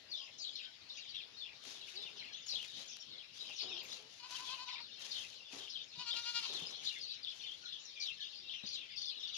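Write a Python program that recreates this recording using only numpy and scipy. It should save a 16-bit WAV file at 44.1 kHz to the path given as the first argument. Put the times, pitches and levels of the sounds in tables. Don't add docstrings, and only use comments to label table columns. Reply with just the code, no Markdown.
import sys
import numpy as np
from scipy import signal
from scipy.fft import rfft, irfft
from scipy.io import wavfile
from scipy.ndimage import uniform_filter1d

SR = 44100
rng = np.random.default_rng(int(sys.argv[2]) if len(sys.argv) > 2 else 0)


def waveform_to_disk(signal):
    frames = np.transpose(np.atleast_2d(signal))
    scaled = np.clip(frames, -1, 1) * 32767
    samples = np.round(scaled).astype(np.int16)
    wavfile.write(sys.argv[1], SR, samples)


N = 413215

# frequency in Hz, relative level in dB.
GRASS_COLOUR = [(500, -11.5), (1500, -3.5), (3500, 8.5), (6500, 5), (8200, -14), (10800, -8),
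                (12200, -15.5), (13000, -58), (15000, -40)]
CHIRP_FADE_DB = -6


def gain_of(db):
    return 10 ** (np.asarray(db) / 20)


def evened(x):
    return x / np.sqrt(np.mean(x ** 2) + 1e-20)


def read(points, hz):
    f, value = np.transpose(points)
    return np.interp(np.log(hz + 1), np.log(f + 1), value)


def add(mix, s, sound):
    part = mix[..., round(s * SR):][..., :sound.shape[-1]]
    part += sound[..., :part.shape[-1]]


def wander(count, size):
    return evened(uniform_filter1d(uniform_filter1d(rng.standard_normal(count), size), size))


def resonate(x, hz, width):
    turn = np.exp(2j * np.pi * np.cumsum(hz * np.ones(len(x))) / SR)
    r = np.exp(-np.pi * width / SR)
    smooth = signal.lfilter([1 - r], [1, -r], x / turn + 1e-18)
    return 2 * (turn * smooth).real


def steep(x, hz, width):
    return resonate(resonate(x, hz, width), hz, width)


def colour(x, points):
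    gain = gain_of(read(points, np.fft.rfftfreq(x.shape[-1], 1 / SR)))
    return irfft(rfft(x) * gain, x.shape[-1])


def place(x, lean_db, lag=0):
    left = gain_of(lean_db)
    return np.array([left * np.roll(x, lag), x]) * 2 / (1 + left)


def echoes(x, t60):
    taps = np.zeros((2, SR // 2))
    jitter = rng.integers(0, 20, (2, (SR // 2 - 201) // 20))
    at = np.arange(200, SR // 2 - 20, 20) + jitter
    np.put_along_axis(taps, at, rng.choice([-1., 1.], at.shape), 1)
    taps *= gain_of(-60 * np.arange(SR // 2) / SR / t60)
    return signal.fftconvolve(x[None], taps / np.linalg.norm(taps[0]), axes=1)[:, :N]


def sweep(length, from_hz, to_hz, db, flutter_db, overtone_db):
    u = np.linspace(-.3, 1.3, round(1.6 * length * SR))
    warble = rng.random() * np.sin(2 * np.pi * (42 * length * u + rng.random()))
    unsteady = .03 * warble + .011 * wander(len(u), size=60)
    hz = (from_hz + (to_hz - from_hz) * u) * (1 + unsteady)
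    turns = 2 * np.pi * np.cumsum(hz) / SR
    tone = np.sin(turns) + gain_of(overtone_db) * np.sin(2 * turns)
    flutter = gain_of(db + flutter_db * wander(len(u), size=70))
    return flutter * tone * signal.windows.tukey(len(u), .7)


def crackle(per_s, spread_db):
    size = gain_of(spread_db * np.minimum(rng.exponential(1, N), 5))
    snaps = size * (rng.random(N) < per_s / SR)
    return rng.standard_normal(N) + 1.57 * evened(snaps * rng.choice([-1., 1.], N))


def strokes(rows, rise_s, sag_db, t60, rest_db):
    t = np.arange(N) / SR
    levels = []
    for s, length, db, *_ in rows:
        rise = -30 * np.clip((s + rise_s / 2 - t) / rise_s, 0, None)
        sag = sag_db * np.clip((t - s) / length, 0, 1)
        decay = -60 * np.clip(t - s - length, 0, None) / t60
        levels.append(db + rise + sag + decay)
    return np.array(levels + [rest_db + 0 * t])


def air():
    # frequency in Hz, relative level in dB.
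    air_colour = [(25, -29), (60, -7), (100, -3.5), (200, -5.5), (500, -7.5), (1000, -10), (1700, -10),
                  (3000, -5), (5000, -4.5), (6800, -18), (8000, -31), (11000, -29), (13500, -33.5),
                  (15000, -34)]
    # frequency in Hz, left-right likeness from 0 to 1.
    likeness = [(60, 0.36), (500, 0.26), (1000, 0.025), (2000, 0.058)]
    # frequency in Hz, left over right in dB.
    balance = [(500, -1), (1000, -1), (1800, 12.5), (7000, 13.5), (12000, -1.5)]
    frames, hz = N // 256 + 5, np.fft.rfftfreq(1024, 1 / SR)
    a, b, c, d, patches = rng.standard_normal((frames, 513, 5)).T
    patches = evened(uniform_filter1d(uniform_filter1d(patches, 10, 0), 14, 1))
    same = np.clip(read(likeness, hz), -1, 1)[:, None]
    half_lean = gain_of(read(balance, hz)[:, None] / 2)
    left = a + 1j * b
    right = same * left + np.sqrt(1 - same ** 2) * (c + 1j * d)
    z = np.array([left * half_lean, right / half_lean])
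    z *= gain_of(read(air_colour, hz)[:, None] + 2.8 * patches)
    wash = signal.istft(z, nperseg=1024, noverlap=768)[1][:, :N]
    return gain_of(-60.5) * evened(wash)


def insect():
    hz = 5335 * (1 + .002 * wander(N, size=20000) + .002 * wander(N, size=300))
    turns = 2 * np.pi * np.cumsum(hz) / SR
    tone = gain_of(-76) * np.sin(turns) + gain_of(-97) * np.sin(2 * turns)
    return place(tone * gain_of(2.2 * wander(N, size=3000)), -1.5)


def line(u, from_hz, to_hz, zigzags):
    return (from_hz + (to_hz - from_hz) * u) * (1 + .09 * np.sin(2 * np.pi * zigzags * u))


def chirp(length, from_hz, to_hz, db, zigzags):
    edge_s, trill_per_s, pulses_per_s, pulse_db = 0.015, 30, 84.8, 3.5
    t = np.arange(0, length + edge_s, 1 / SR)
    trill = .025 * np.sin(2 * np.pi * trill_per_s * t) + 0.0084 * wander(len(t), size=60)
    hz = line(t / length, from_hz, to_hz, zigzags) * (1 + trill)
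    turns = 2 * np.pi * np.cumsum(hz) / SR
    edges = np.sin(np.pi / 2 * np.clip(np.minimum(t, t[-1] - t) / edge_s, 0, 1)) ** 2
    level_db = db + CHIRP_FADE_DB * t / length
    level_db += 2.7 * wander(len(t), size=90) + 2.94 * wander(len(t), size=300)
    pace = pulses_per_s * rng.uniform(0.797, 1.174)
    level_db += pulse_db * np.sin(2 * np.pi * (pace * t + rng.random()))
    return gain_of(level_db) * edges * (np.sin(turns) + gain_of(-38) * np.sin(2 * turns))


def near_birds():
    # start in seconds, length in seconds,
    # from Hz, to Hz, level in dB, number of zigzags (upward first if positive).
    near_chirps = [(0.111, 0.1, 4050, 3425, -44.5, 2), (.1, 0.078, 5450, 5480, -61, 2),
                   (.18, 0.087, 5380, 5350, -56, -0.5), (0.199, .085, 3320, 2670, -52.5, 3),
                   (0.378, .018, 6180, 5960, -42, 1), (.395, 0.11, 5074, 3250, -42.5, 0),
                   (.48, .03, 7270, 6900, -62, -0.5), (.52, .04, 4850, 5100, -54, 0),
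                   (0.547, .11, 3920, 3314, -46.5, 3.5), (0.579, 0.083, 2680, 2800, -54, 2),
                   (.885, 0.077, 4216, 3406, -48.5, 3), (0.931, 0.028, 6170, 5840, -59.5, 4),
                   (0.959, 0.049, 5300, 4160, -48.5, 0), (.965, 0.028, 2766, 2610, -49, 2),
                   (1.016, 0.055, 3500, 3310, -51.5, 1.5), (1.079, 0.079, 4820, 3350, -51, -2.5),
                   (1.135, 0.069, 3515, 3480, -44.5, 1), (1.15, 0.068, 3950, 2350, -53.5, 0.5),
                   (1.21, 0.036, 3900, 3060, -52, 0.5), (1.36, 0.049, 3800, 4240, -51, 0.5),
                   (1.395, 0.063, 3836, 3297, -45.5, 0), (1.43, 0.098, 2894, 2500, -55.5, 2.5),
                   (1.744, 0.083, 3790, 2700, -54, 0), (1.8, 0.051, 3554, 3520, -49, 1),
                   (1.87, 0.018, 2770, 2724, -48, -3), (1.952, 0.077, 4860, 3495, -47, -0.5),
                   (2.009, 0.077, 4020, 2500, -48, .5), (2.172, 0.062, 3940, 4344, -50, 1),
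                   (2.2, 0.027, 2717, 2310, -50.5, -2), (2.23, 0.077, 3050, 2325, -50.5, 2),
                   (2.32, 0.036, 3940, 3730, -45, 1), (2.355, 0.068, 2650, 3450, -55, 1.5),
                   (2.457, 0.019, 5860, 6540, -45, 0.5), (2.476, 0.093, 5050, 3466, -40.5, 3),
                   (2.542, 0.1, 3900, 2600, -46, 1.5), (2.75, 0.038, 3600, 3400, -51, 1),
                   (2.867, 0.088, 6180, 5850, -53.5, 2), (2.865, 0.073, 3640, 3970, -57.5, -0.5),
                   (2.989, 0.034, 4900, 5400, -51, 0.5), (3.095, 0.065, 3464, 3450, -52, 0.5),
                   (3.17, 0.074, 3940, 2470, -52.5, 2), (3.388, .085, 3970, 3750, -48, 0),
                   (3.475, .05, 3200, 2600, -48, 0), (3.551, 0.026, 5190, 6140, -48.5, 1),
                   (3.575, 0.06, 5020, 4640, -43, 3), (3.579, 0.12, 3900, 2960, -50, 4),
                   (3.744, 0.05, 3386, 3200, -47.5, 1), (3.79, 0.062, 3000, 2520, -52, 1.5),
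                   (3.881, 0.023, 3450, 3480, -51, 0.5), (3.909, .035, 3050, 4220, -44.5, 0.5),
                   (3.89, 0.051, 5560, 6670, -55, 2), (4.338, 0.042, 3150, 2575, -47, .5),
                   (4.465, .05, 3200, 3100, -47, .5), (4.52, .06, 3050, 2600, -49, .5),
                   (4.675, 0.034, 2700, 2150, -49, 1.5), (4.692, 0.099, 4460, 3780, -49, -0.5),
                   (4.738, .05, 2900, 2240, -47, 1.5), (4.796, 0.11, 4920, 2700, -53, 0),
                   (5.01, .055, 3600, 3070, -51, 2.5), (5.101, 0.077, 4670, 3200, -42, 2),
                   (5.15, 0.11, 3624, 2720, -47.5, 2), (5.35, .09, 3550, 2760, -58.5, -0.5),
                   (5.44, .1, 3500, 2634, -57, 1), (5.582, .1, 3600, 3126, -48, 3),
                   (5.691, 0.067, 4920, 3530, -46, 1.5), (5.735, 0.091, 3640, 3350, -45.5, 2.5),
                   (6.075, 0.023, 3800, 4300, -42, 1), (6.1, 0.028, 3690, 3485, -35.5, -1),
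                   (6.145, .03, 3600, 3740, -41, -1), (6.44, 0.083, 4440, 3630, -46.5, 1.5),
                   (6.535, 0.1, 3860, 3150, -45, 1.5), (6.655, .03, 4910, 5130, -45.5, 0),
                   (6.684, 0.078, 3824, 3540, -47.5, 1), (6.771, 0.056, 4030, 2350, -51.5, 2),
                   (6.832, 0.028, 6200, 6150, -55, -1.5), (6.843, 0.048, 4500, 3580, -38.5, 1.5),
                   (6.874, 0.095, 3500, 2200, -48.5, 2), (7, 0.14, 4370, 4440, -46.5, 2),
                   (7.085, 0.054, 3365, 3930, -44, 0.5), (7.135, 0.042, 3990, 2390, -58, 0.5),
                   (7.222, 0.049, 4630, 3085, -44.5, 1), (7.261, 0.046, 3000, 3970, -42.5, 1),
                   (7.3, 0.026, 3900, 3090, -48, 1), (7.39, .035, 3010, 4220, -46, 1.5),
                   (7.422, .035, 4200, 2554, -44, 1.5), (7.455, 0.097, 3246, 3280, -47, 1.5),
                   (7.645, 0.076, 3776, 3755, -46.5, 2), (7.712, 0.044, 3290, 3240, -44.5, .5),
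                   (7.755, 0.038, 3055, 2914, -51, 0.5), (7.775, 0.053, 5950, 5000, -63, -1),
                   (7.834, 0.099, 6230, 4500, -53.5, 2), (7.995, 0.067, 5014, 3770, -40.5, 3.5),
                   (8.05, 0.071, 3710, 2737, -42.5, 1), (8.195, .085, 3500, 3250, -45, 2.5),
                   (8.215, 0.042, 4500, 4710, -52, -1), (8.31, 0.12, 4270, 3740, -55, 1),
                   (8.478, 0.083, 3510, 2910, -45.5, 2.5), (8.52, .09, 3456, 2578, -51, 0),
                   (8.624, 0.047, 3680, 3530, -48, 0.5), (8.655, .05, 4650, 4700, -44, 2),
                   (8.7, 0.059, 4690, 4320, -44, 3), (8.745, 0.047, 3470, 3830, -44.5, 1),
                   (8.775, .09, 3010, 2370, -55.5, 1.5), (8.892, 0.044, 2590, 2190, -54, 0),
                   (8.956, 0.15, 4860, 4545, -44, 6), (8.967, .035, 3300, 3900, -47, 0),
                   (9.02, .035, 3250, 3850, -49, 0), (9.065, .055, 3300, 4000, -44, 0),
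                   (9.115, 0.065, 3180, 3240, -51, 2.5), (9.17, 0.061, 3604, 3493, -47, 1),
                   (9.225, 0.047, 3500, 3190, -44, 0.5), (9.268, .03, 4700, 3220, -43.5, 0.5),
                   (9.328, 0.036, 3715, 3220, -45, 2.5), (9.345, 0.038, 6060, 6010, -47.5, 1)]
    # start in seconds, length in seconds, from Hz, to Hz, level in dB.
    whistles = [(.01, 0.078, 1980, 1940, -80), (0.087, 0.046, 4840, 4780, -59),
                (0.625, .04, 4800, 4660, -62), (3.06, 0.11, 4430, 4380, -64), (.2, .08, 1098, 1080, -71),
                (.62, 0.077, 1550, 1500, -67), (3.12, .06, 2180, 2150, -68), (7.63, 0.044, 1440, 1425, -58),
                (7.965, 0.065, 2423, 2326, -50.5), (8.187, 0.046, 1760, 1695, -60.5),
                (8.37, .04, 4840, 4710, -52.5), (8.443, 0.062, 2770, 2720, -58),
                (8.763, 0.047, 2820, 2756, -57.5), (8.916, .04, 4900, 4780, -56)]
    sides_per_s = 180
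    near = np.zeros(N)
    for s, length, from_hz, to_hz, db, zigzags in near_chirps:
        add(near, s, chirp(length, from_hz, to_hz, db, zigzags))
        for along, high, fall, soft in rng.random((round(sides_per_s * length), 4)):
            hz = min(line(along, from_hz, to_hz, zigzags) * (.85 + .6 * high ** 1.5), 6300)
            side_db = db + CHIRP_FADE_DB * along - 4 - 9 * soft - 4 * high
            add(near, s + length * along, sweep(.012, hz, hz * (1.2 - .45 * fall), side_db, 1.5, -38))
    for s, length, from_hz, to_hz, db in whistles:
        add(near, max(s - .3 * length, 0), sweep(length, from_hz, to_hz, db, 1.1, -43))
    return near


def far_flock():
    # time in seconds, level in dB.
    swell = [(0.0, -75), (0.39, -59.5), (0.88, -67), (1.04, -58.5), (1.46, -64.5), (1.9, -58),
             (2.77, -55.5), (3.23, -63.5), (3.73, -47.5), (3.97, -63), (4.2, -68), (4.49, -52),
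             (5.37, -61.5), (5.97, -56.5), (6.26, -50.5), (7.25, -58), (8.82, -56.5), (9.37, -51.5)]
    far = np.zeros(N)
    for s, length, high, fall, soft in rng.random((1500, 5)):
        hz = 3792 * np.exp((high - .42) ** 3 + 0.66 * (high - .42))
        db = -22 * abs(high - .4) - 14 * soft
        add(far, s * N / SR, sweep(.008 + .02 * length, hz, hz * (1.2 - .48 * fall), db, 1.8, -40))
    swell_s, swell_db = np.transpose(swell)
    level_db = np.interp(np.arange(N) / SR, swell_s, swell_db)
    return gain_of(level_db) * evened(far)


def birds():
    near, far = near_birds(), far_flock()
    direct = place(near + .55 * far, 10, lag=-16)
    scatter = gain_of(-3) * echoes(near, .13) + 1.07 * echoes(far, 0.19)
    return direct + scatter * gain_of([[4], [-5]])


def rustle():
    # start in seconds, length in seconds, level in dB.
    brushes = [(.47, 0.17, -77), (1.625, 0.14, -46.5), (1.85, 0.081, -50.5), (1.98, 0.25, -60.5),
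               (2.46, .24, -48.5), (2.755, 0.059, -47), (3.33, 0.31, -54.5), (3.82, 0.15, -51),
               (4.085, 0.11, -53.5), (4.27, 0.28, -46), (4.975, 0.29, -46.5), (5.5, 0.11, -46.5),
               (5.95, 0.21, -57), (6.14, 0.48, -46), (6.66, 0.073, -52), (6.82, 0.098, -46.5),
               (7.28, 0.3, -57), (7.99, .08, -53), (8.67, 0.059, -60), (9, 0.063, -59), (9.34, 0.064, -52)]
    levels = strokes(brushes, rise_s=0.062, sag_db=-4.5, t60=0.47, rest_db=-83)
    lumps_db = 2.2 * wander(N, size=400) + 1.6 * wander(N, size=2500)
    left, right = (evened(colour(crackle(2500, 2.2), GRASS_COLOUR)) for _ in range(2))
    sides = np.array([left, gain_of(-12.5) * steep(right, 5200, 4600)])
    return gain_of(levels.max(axis=0) + lumps_db) * sides


def scuff():
    # start in seconds, length in seconds, level in dB, hollow in Hz.
    drags = [(0, 0.42, -71.5, 610), (1.2, 0.35, -72.5, 440), (1.625, 0.24, -65.5, 382),
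             (1.935, 0.38, -66.5, 410), (2.503, 0.074, -65, 527), (2.768, 0.062, -61.5, 540),
             (3.401, 0.13, -65, 564), (3.602, 0.24, -58.5, 398), (3.822, 0.25, -65, 513),
             (4.458, 0.14, -67, 600), (4.988, 0.43, -69.5, 507), (5.511, .11, -57.5, 396),
             (6.105, 0.11, -65, 617), (6.473, 0.24, -56.5, 396), (6.677, 0.15, -65, 462),
             (7.302, 0.32, -76.5, 430)]
    levels = strokes(drags, rise_s=0.068, sag_db=-7.5, t60=0.44, rest_db=-85.5)
    loudest = levels[:-1].argmax(axis=0)
    hollow_hz = uniform_filter1d(np.transpose(drags)[3][loudest], size=2000)
    hollow = evened(steep(rng.standard_normal(N), hollow_hz, 130))
    grit = [evened(steep(crackle(600, 2.9), 580, 1320)) for _ in range(3)]
    level = gain_of(levels.max(axis=0) + 1.6 * wander(N, size=600))
    drag = level * (0.5 * hollow + .5 * grit[0] + 1.15 * np.array(grit[1:]))
    return signal.sosfilt(signal.butter(2, 130, "high", fs=SR, output="sos"), drag)


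def ticks():
    # start in seconds, level in dB before a 5 dB cut, left over right in dB (snap only),
    # pop against snap in dB.
    tick_rows = [(1.6387, -39, 17.5, -25), (1.6534, -37, 15.5, -23), (1.7344, -40, 7.5, -23),
                 (2.4688, -35, 10.0, -36), (2.6289, -31, 9.5, -37), (2.6469, -34, 12.5, -34),
                 (2.6614, -39, 10.5, -31), (2.7704, -39, 12.5, -22), (2.9692, -33, 15.0, -31),
                 (2.9876, -41, 15.5, -25), (3.4965, -38, 10.0, -17), (3.9264, -36, 11.5, -27),
                 (4.0248, -43, 12.0, -21), (4.3084, -34, 9.5, -17), (4.9954, -39, 12.0, -25),
                 (5.0664, -40, 13.0, -25), (5.2114, -37, 12.5, -28), (5.2494, -37, 13.0, -29),
                 (6.1404, -32, 12.5, -22)]
    out, t = np.zeros((2, N)), np.arange(4000) / SR
    for s, db, lean_db, low_db in tick_rows:
        snap = colour(rng.standard_normal(len(t)), GRASS_COLOUR) * gain_of(-60 * t / .007)
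        pop = gain_of(low_db) * np.sin(2 * np.pi * 650 * t) * gain_of(-60 * t / .02)
        add(out, s, gain_of(db - 5) * (place(snap / abs(snap).max(), lean_db) + pop))
    return out


def thuds():
    # start in seconds, level in dB, pitch in Hz, left over right in dB, t60 of the swing in seconds.
    hoof_falls = [(1.668, -57.5, 268, 0.0, 0.11), (2.537, -52.5, 531, 0.0, 0.034),
                  (2.771, -56, 300, -2, 0.04), (3.494, -48, 613, -3, 0.027), (5.532, -51.5, 274, 0.0, 0.11),
                  (5.974, -56, 159, 3, 0.13), (6.136, -50.5, 800, -15, 0.024), (6.62, -50, 171, -3, 0.09),
                  (8.636, -46.5, 196.6, 21, 0.06)]
    out, t = np.zeros((2, N)), np.arange(4000) / SR
    for s, db, hz, lean_db, t60 in hoof_falls:
        swing = np.sin(2 * np.pi * hz * t) * gain_of(-60 * t / t60)
        puff = evened(steep(rng.standard_normal(len(t)), 1.1 * hz, 460)) * gain_of(-60 * t / 0.11)
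        soft_start = 1 - np.exp(-t / 0.0013)
        add(out, s, place(gain_of(db) * (swing + 0.39 * puff) * soft_start, lean_db))
    return out


def clink():
    # frequency in Hz, relative level in dB, t60 in seconds.
    modes = [(7400, -2, .12), (12150, 0, .14), (13300, -6, .1)]
    out, t = np.zeros(N), np.arange(8000) / SR
    ring = sum(gain_of(db - 60 * t / t60) * np.sin(2 * np.pi * hz * t) for hz, db, t60 in modes)
    add(out, 3.828, gain_of(-60) * ring * (1 - np.exp(-t / .003)))
    return place(out, 8)


def murmurs():
    # start in seconds, length in seconds, from Hz, to Hz, level in dB.
    hums = [(1.945, 0.08, 359, 431, -64.5), (2.09, .1, 410, 437, -75), (3.645, 0.095, 364, 380.4, -62),
            (3.735, 0.055, 344.4, 364, -60), (3.8, .07, 493, 540, -68), (3.985, 0.1, 418, 444, -67),
            (6.53, 0.068, 361.4, 388, -65)]
    out = np.zeros(N)
    for s, length, from_hz, to_hz, db in hums:
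        add(out, s - .3 * length, sweep(length, from_hz, to_hz, db, 0.68, -7.5))
    return place(out, .3)


def bleat(rows, scoop):
    # frequency in Hz, width in Hz, relative level in dB.
    throat = [(2820, 850, 4.4), (4240, 660, 6), (4860, 710, 3), (6480, 1700, -12)]
    s, *columns = np.transpose(rows)
    t = np.arange(s[0], s[-1], 1 / SR)
    peak_db, hz, low_hz, bright_db, breathy = (np.interp(t, s, c) for c in columns)
    throbs = np.interp(t, s, np.arange(len(s)))
    slack = np.sin(np.pi * throbs) ** 4
    bend = scoop * (np.sin(2 * np.pi * throbs) + .4 - slack)
    hz = hz * (1 + bend + .0035 * wander(len(t), size=90))
    turns = np.cumsum(hz) / SR
    folds = evened(sum(np.cos(2 * np.pi * k * turns) for k in range(2, 24)))
    puffs = 0.22 + np.exp(-(turns % 1) / 0.24)
    breath = evened(puffs * rng.standard_normal(len(t)))
    breathy = np.clip(breathy, 0, 1)
    drive = gain_of(-14 * slack) * ((1 - breathy) * folds + .45 * breathy * breath) + .09 * breath
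    upper = sum((-1) ** k * gain_of(db) * steep(drive, f, w) for k, (f, w, db) in enumerate(throat))
    voice = steep(drive, low_hz, 452) - gain_of(bright_db - 3.8 * slack) * upper
    return s[0], gain_of(peak_db) * voice * signal.windows.tukey(len(t), .08)


def goat():
    # time in seconds, level in dB,
    # pitch in Hz before scoop and waver, first throat resonance in Hz, brightness in dB, breath from 0 to 1.
    bleat_tables = [
        [(4.19, -42, 477.6, 1040, 10.5, 0.34), (4.245, -34.5, 496, 1030, -6, 0.53),
         (4.338, -33.5, 500, 1078, -9, .4), (4.415, -33, 503, 1016, -11, 0.44),
         (4.52, -32.5, 512.4, 1000, -6.5, 0.32), (4.62, -33.5, 503.3, 986, -8, 0.26),
         (4.695, -33.5, 500.4, 1010, -5.5, 0.39), (4.738, -33.5, 502.6, 997, -4, 0.6),
         (4.81, -36.5, 473, 1000, -6, 0.84), (4.86, -54, 465, 950, -11, 1)],
        [(5.945, -55, 475.8, 970, 15, 0.25), (6.005, -33, 496.3, 940, -2, 0.43),
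         (6.085, -34, 466, 1230, 1, 0.46), (6.18, -35.5, 468, 1230, -0.5, 0.23), (6.283, -35, 475, 1250, -1, 0),
         (6.372, -31, 471, 1284, 0, 0), (6.45, -32, 452, 1086, 2.5, 0.79), (6.51, -34, 457, 945, -8, 0.91)],
    ]
    scoops = [.021, 0.0077]
    voice = np.zeros(N)
    for rows, scoop in zip(bleat_tables, scoops):
        add(voice, *bleat(rows, scoop))
    scatter = gain_of(-11) * echoes(voice, .15)
    shaded = colour(voice, [(1000, -3.5), (1800, -15.5), (3500, -10.5)])
    return np.array([np.roll(voice, -3), shaded]) + scatter


def scene():
    background = air() + insect() + birds()
    ground = rustle() + scuff() + ticks() + thuds() + clink()
    return background + ground + murmurs() + goat()


def record(dry):
    thin = signal.sosfilt(signal.butter(2, 60, "high", fs=SR, output="sos"), dry)
    band_limit = signal.firwin(511, 15100, window=("kaiser", 9), fs=SR)
    return signal.oaconvolve(thin, band_limit[None], "same")


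dry = scene()
out = record(dry)
waveform_to_disk(out)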